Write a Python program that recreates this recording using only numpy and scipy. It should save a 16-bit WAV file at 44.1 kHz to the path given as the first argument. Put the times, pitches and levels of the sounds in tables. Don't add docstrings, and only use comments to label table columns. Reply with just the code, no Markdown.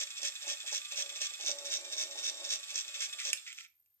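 import sys
import numpy as np
from scipy import signal
from scipy.fft import rfft, irfft
from scipy.io import wavfile

SR = 44100
rng = np.random.default_rng(int(sys.argv[2]) if len(sys.argv) > 2 else 0)


def put_to_file(sound):
    columns = np.atleast_2d(sound).T
    safe = np.clip(columns, -1, 1)
    whole_steps = np.round(safe * 32767)
    wavfile.write(sys.argv[1], SR, whole_steps.astype(np.int16))


N = 176400
FILTER_SIZE = 8192
TURNS_PER_REV = 24

# time in seconds, nominal motor speed in turns per second.
MOTOR_SPEED = [(0, 95.88), (0.38, 96.8), (0.52, 95.59), (0.68, 98.09), (1.33, 98.2), (1.62, 93.68),
               (1.97, 89.34), (2.12, 92.45), (2.45, 91.66), (2.7, 96.22), (3.02, 96.83), (3.2, 98.68),
               (3.33, 100.44), (3.39, 76), (3.46, 60), (3.62, 42), (3.69, 0)]
# time in seconds, load on the drive from 0 to 1.
DRIVE_LOAD = [(1.37, 0), (1.48, 1), (2.53, 1), (2.62, .2), (3.3, 0)]
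def drive():
    speed = curve(MOTOR_SPEED)
    turns = np.cumsum(speed) / SR
    sag_turns = .03 * np.sin(2 * np.pi * turns / TURNS_PER_REV)
    return speed, turns - sag_turns, np.clip(curve(DRIVE_LOAD), 0, 1)


def gearbox(speed, turns, load):
    full_speed_hz, db_per_decade, load_db, power_off_s = 96, 47.5, 3.5, 3.33
    grinding = amp(load_db * load) * (rasp(turns, load) + catching_teeth(turns, load))
    chatter = (1 - load) * slack_gears(turns)
    powered = np.arange(N) / SR < power_off_s
    motor = motor_whine(turns) + powered * motor_lines(turns)
    return (grinding + chatter + motor) * amp(db_per_decade * np.log10(speed / full_speed_hz + 1e-6))


# place on the gear in motor turns, relative scraping level in dB.
GEAR_ROUGHNESS = [(.3, 0.5), (3.3, -4.5), (4.6, -14), (7, -15), (9.6, -15.5), (10.4, -10), (12, -15),
                  (15.6, -13), (16.2, -8), (17.8, -5.5), (19.8, -11), (20.9, -11), (22.4, -1.5)]
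# frequency in Hz, gain in dB.
RASP_SPECTRUM = [(300, -31), (900, -10), (1800, 0), (2600, 1.5), (3600, 2.5), (6000, -1.5), (9000, -0.5),
                 (15000, -7)]
def rasp(turns, load):
    level_db = np.interp(turns, *np.transpose(GEAR_ROUGHNESS), period=TURNS_PER_REV)
    flutter_db = 1.5 * wobble(70)
    scraping = ticks(rate_hz=1500) * amp(level_db + flutter_db - 34)
    return housing(scraping, RASP_SPECTRUM, load)


# place on the gear in motor turns, relative level in dB.
TOOTH_CATCHES = [(.3, 2.5), (1.27, 1), (1.55, -4.5), (2.28, 0), (3.23, 1.5), (10.05, -7.5), (16.6, -10.5),
                 (17.25, -3), (18.2, -15.5), (18.65, -12.5), (21, -3.5), (21.65, -8.5), (22.28, 3),
                 (22.6, -2), (23.6, -3.5)]
# frequency in Hz, gain in dB.
TOOTH_SPECTRUM = [(300, -43.5), (1500, -10), (3500, -8.5), (5800, 6), (8000, -8), (15000, -13.5)]
def catching_teeth(turns, load):
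    return amp(-12) * housing(contacts(turns, TOOTH_CATCHES, scatter_db=1.75), TOOTH_SPECTRUM, load)


# frequency in Hz, width in Hz, unloaded gain in dB, loaded gain in dB.
HOUSING_MODES = [(1410, 150, -21, -7.5), (1810, 51, -5, -11.5), (2206, 110, -12.5, -7.5),
                 (2287, 800, -9, -8), (2770, 33, -15, -7.5), (3346, 47, 4.5, -9.5), (3650, 207, -5.5, 5.5),
                 (4630, 130, -11.5, -2), (5240, 62, -8.5, -11.5), (5710, 310, -10, 3.5),
                 (5820, 170, -2.5, -14), (6187, 330, -5, -1.5), (6640, 115, 0, 4.5), (7510, 270, -3, -3)]
# frequency in Hz, gain of the broad response under the modes in dB.
HOUSING_BROADBAND = [(200, -50), (500, -17), (1000, -21), (1180, -14.5), (2400, -9.5), (4300, -9.5),
                     (7000, -10), (8000, -10.5), (8700, -20), (10500, -18.5), (11700, -28), (13500, -23),
                     (15500, -37)]
def housing(force, spectrum, load):
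    hz, width_hz, light_db, heavy_db = np.transpose(HOUSING_MODES)
    colour, bed = gains(spectrum), gains(HOUSING_BROADBAND)
    light, heavy = [ring(force, colour * np.hypot(resonances(zip(hz, width_hz, db)), bed))
                    for db in (light_db, heavy_db)]
    return light * (1 - load) + heavy * load


# place on the gear in motor turns, relative levels of the low and the high ring in dB.
SLACK_HITS = [(0.8015, 2.5, -10.5), (1.85, -1, -11.5), (2.45, -14, -0.5), (3.476, -9.5, 5), (6.97, -1, 1.5),
              (10, -1.5, -12), (10.24, -10.5, 2.5), (10.71, -18, -0.5), (10.97, -4, 3.5), (11.9, -8, -8.5),
              (16.12, -8, 1), (16.62, 1.5, -15.5), (17.46, -4, 1), (17.93, -2, -2.5), (19.66, -1.5, -8),
              (20.43, -7, -20), (21.3, -9, 2.5), (22.5, 3.5, -7), (23.94, 2.5, -11)]
# frequency in Hz, width in Hz, gain in dB.
SLACK_MODES = [(2499, 144, -4), (3478, 120, -3.5)]
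def slack_gears(turns):
    place, *levels_db = np.transpose(SLACK_HITS)
    chatter = np.zeros(N)
    for hit_db, (hz, width_hz, db) in zip(levels_db, SLACK_MODES):
        hits = contacts(turns, np.c_[place, hit_db], scatter_db=1.5)
        chatter += amp(db) * ring(hits, resonances([(hz, width_hz, 0)]) * low_cut(hz=2044, order=2))
    return amp(-15) * chatter


# frequency in Hz, gain in dB.
WHINE_SPECTRUM = [(250, -52.5), (740, -27), (870, -6.5), (1020, -34), (1200, -2.5), (1550, -2.5),
                  (2500, -6.5), (3400, 0), (4500, -2.5), (6400, -5.5), (7000, -3), (7550, 7), (8600, -8.5),
                  (15000, -21)]
def motor_whine(turns):
    jitter_turns = .012 * wobble(110)
    return amp(-49.5) * unit(ring(buzz(turns + jitter_turns, harmonics=160), gains(WHINE_SPECTRUM)))


# multiple of the motor speed, relative level in dB.
MOTOR_ORDERS = [(12, -63.5), (13, -70), (14, -70.5), (20, -59), (25, -68.5), (26, -57.5)]
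def motor_lines(turns):
    return sum(amp(db + 3.8 * wobble(14)) * np.sin(2 * np.pi * order * (turns + .0063 * wobble(35)))
               for order, db in MOTOR_ORDERS)


# frequency in Hz, width in Hz, gain in dB.
WALL_MODES = [(308, 23, -9.5), (365, 28, -12), (445, 14, -13.5), (564.9, 10.8, 6), (610.7, 42, 2),
              (859, 64, -5)]
def container(turns, load):
    high_cut = 1 / np.hypot(1, (grid() / 1200) ** 2)
    wall = resonances(WALL_MODES) * low_cut(hz=270, order=5) * high_cut
    sliding = amp(-61 + wobble(30)) * load
    treats = ring((amp(-4) * tumbles() + sliding) * rng.standard_normal(N), wall)
    drone = amp(-61.5) * load ** 2 * unit(ring(buzz(turns, harmonics=7), wall))
    return treats + drone


# start in seconds, relative level in dB.
TREAT_LANDINGS = [(0.004, -48.5), (0.19, -52.5), (0.22, -45.5), (0.273, -60), (0.416, -58), (0.436, -51),
                  (0.464, -43), (0.507, -49.5), (0.633, -49), (0.716, -40), (0.915, -48.5), (0.947, -54.5),
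                  (0.975, -45), (1.017, -51.5), (1.051, -52.5), (1.109, -48), (1.152, -50.5), (1.203, -48),
                  (1.305, -54), (1.389, -50), (1.435, -49), (1.484, -44.5), (2.148, -47.5), (2.404, -48.5),
                  (2.707, -55), (2.746, -48), (2.851, -59), (2.888, -60.5), (2.951, -56), (2.996, -58),
                  (3.069, -54.5), (3.139, -55.5), (3.246, -49.5), (3.281, -45.5), (3.559, -79)]
def tumbles():
    attack_s, t60_s = .0087, .13
    t, envelope = np.arange(SR // 2) / SR, np.zeros(N + SR)
    landing = amp(-60 * t / t60_s) * np.minimum(t / attack_s, 1)
    for start_s, db in TREAT_LANDINGS:
        envelope[round(start_s * SR):][:len(t)] += amp(db) * landing
    return envelope[:N]


# start in seconds, relative level in dB.
CLICK_HITS = [(3.2496, -29), (3.3312, -6), (3.3555, -34.5), (3.529, -31), (3.577, -38.5), (3.641, -43),
              (3.8606, -58)]
# frequency in Hz, gain in dB.
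CLICK_SPECTRUM = [(180, -78), (300, -40.5), (1190, -27), (1520, -7.5), (2020, 4), (2770, 2.5), (3670, -15),
                  (5380, -0.5), (9290, -3), (11700, -14.5), (15000, -16.5), (15800, -35)]
def clicks():
    blows = np.zeros(N)
    for start_s, db in CLICK_HITS:
        blows[round(start_s * SR)] += amp(db)
    tails = spread(blows, t60_s=.024, channels=1)[0]
    return ring(1.2 * blows + 1.25 * tails, gains(CLICK_SPECTRUM))


# start in seconds, level in dB, length in seconds.
RATTLE_BURSTS = [(0.679, -50, 0.025), (2.943, -51, 0.018), (3.003, -48, 0.029), (3.184, -43.5, 0.041),
                 (3.458, -46, .03), (3.494, -50.5, 0.034), (3.575, -47, 0.011), (3.6, -50, 0.015),
                 (3.642, -54, 0.019)]
# frequency in Hz, gain in dB.
RATTLE_SPECTRUM = [(700, -45), (1150, -36.5), (1350, -7.5), (1600, -17), (1950, -1), (2350, 2.5),
                   (2900, -8), (3200, -3.5), (4100, -13.5), (5400, -9), (8000, -15.5), (11000, -41)]
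def rattles():
    attack_s, release_s = .0016, .0053
    t, envelope = np.arange(N) / SR, np.zeros(N)
    for start_s, db, length_s in RATTLE_BURSTS:
        rise = np.clip((t - start_s) / attack_s, 0, 1)
        fade = np.exp(-np.maximum(t - start_s - length_s, 0) / release_s)
        envelope += amp(db) * rise * fade
    return ring(envelope * ticks(rate_hz=830), gains(RATTLE_SPECTRUM))


# frequency in Hz, gain in dB.
HISS_SPECTRUM = [(30, -14.5), (97, -2.5), (250, -17), (5380, -14.5), (12000, -9), (15600, -43.5),
                 (22000, -120)]
def room_tone():
    whistle_hz, width_hz = 13200, 110
    hiss = np.array([ring(noise, gains(HISS_SPECTRUM)) for noise in rng.standard_normal((2, N))])
    whistle = ring(rng.standard_normal(N), resonances([(whistle_hz, width_hz, 0)]) ** 2)
    return amp(-84) * hiss + amp(-75.5) * whistle


def contacts(turns, places, scatter_db):
    place, db = np.transpose(places)
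    at_turns = TURNS_PER_REV * np.arange(turns[-1] // TURNS_PER_REV + 1)[:, None] + place
    strength = amp(db + scatter_db * rng.standard_normal(at_turns.shape))
    return np.bincount(np.searchsorted(turns, at_turns.ravel()), strength.ravel(), N + 1)[:N]


def ticks(rate_hz, scatter_db=3.5):
    hits = rng.random(N) < rate_hz / SR
    return unit(hits * amp(scatter_db * rng.standard_normal(N)) * rng.choice([-1, 1], N))


def buzz(turns, harmonics):
    cycle = irfft(np.r_[0, np.exp(2j * np.pi * rng.random(harmonics))], 4096)
    return unit(np.interp(turns, np.arange(len(cycle)) / len(cycle), cycle, period=1))


def amp(db):
    return 10 ** (np.asarray(db) / 20)


def unit(x):
    return x / np.sqrt(np.mean(x ** 2) + 1e-20)


def curve(rows):
    return np.interp(np.arange(N) / SR, *np.transpose(rows))


def wobble(rate_hz):
    knots = rng.standard_normal(int(N * rate_hz / SR) + 2)
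    return np.interp(np.arange(N) * rate_hz / SR, np.arange(len(knots)), knots)


def grid():
    return np.fft.rfftfreq(FILTER_SIZE, 1 / SR)


def gains(spectrum):
    hz, db = np.transpose(spectrum)
    return amp(np.interp(np.log(grid() + 1), np.log(hz + 1), db))


def low_cut(hz, order):
    return 1 / np.hypot(1, (hz / (grid() + 1)) ** order)


def resonances(modes):
    f = grid()
    return np.sqrt(sum((amp(db) * f * width) ** 2 / ((hz * hz - f * f) ** 2 + (f * width) ** 2)
                       for hz, width, db in modes))


def ring(x, gain):
    cepstrum = irfft(np.log(np.maximum(unit(gain), 1e-6)))
    cepstrum[1:FILTER_SIZE // 2] *= 2
    cepstrum[FILTER_SIZE // 2 + 1:] = 0
    return signal.oaconvolve(x, irfft(np.exp(rfft(cepstrum))))[:N]


def filtered(pair, response):
    taps = np.fft.fftshift(irfft(np.atleast_2d(response)), axes=1)
    return signal.oaconvolve(pair, taps, axes=1)[:, FILTER_SIZE // 2:][:, :N]


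def spread(x, t60_s, channels=2):
    t = np.arange(SR // 2) / SR
    tail = rng.standard_normal((channels, len(t))) * amp(-60 * t / t60_s)
    tail /= np.linalg.norm(tail, axis=1, keepdims=True)
    return signal.fftconvolve(x[None], tail, axes=1)[:, :N]


# frequency in Hz, left minus right level in dB.
STEREO_BALANCE = [(100, -4.5), (350, -2.5), (600, 3.5), (1300, -1.5), (2400, -5.5), (4400, -2.5),
                  (8000, -6.5), (15000, -2.5)]
def scene():
    speed, turns, load = drive()
    gears = gearbox(speed, turns, load)
    direct = amp(-6) * gears + container(turns, load) + rattles() + clicks()
    bright_tail = amp(-6.5) * filtered(spread(gears, t60_s=.034), low_cut(hz=1930, order=4))
    reverb = amp(-8.5) * spread(direct, t60_s=.25)
    side, left_lead_s = np.array([[.5], [-.5]]), 5 / SR
    placing = gains(STEREO_BALANCE) ** side * np.exp(2j * np.pi * grid() * side * left_lead_s)
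    return filtered(direct + bright_tail + reverb, placing) + room_tone()


def record(dry):
    return filtered(dry, grid() < 15750)


dry = scene()
out = record(dry)
put_to_file(out)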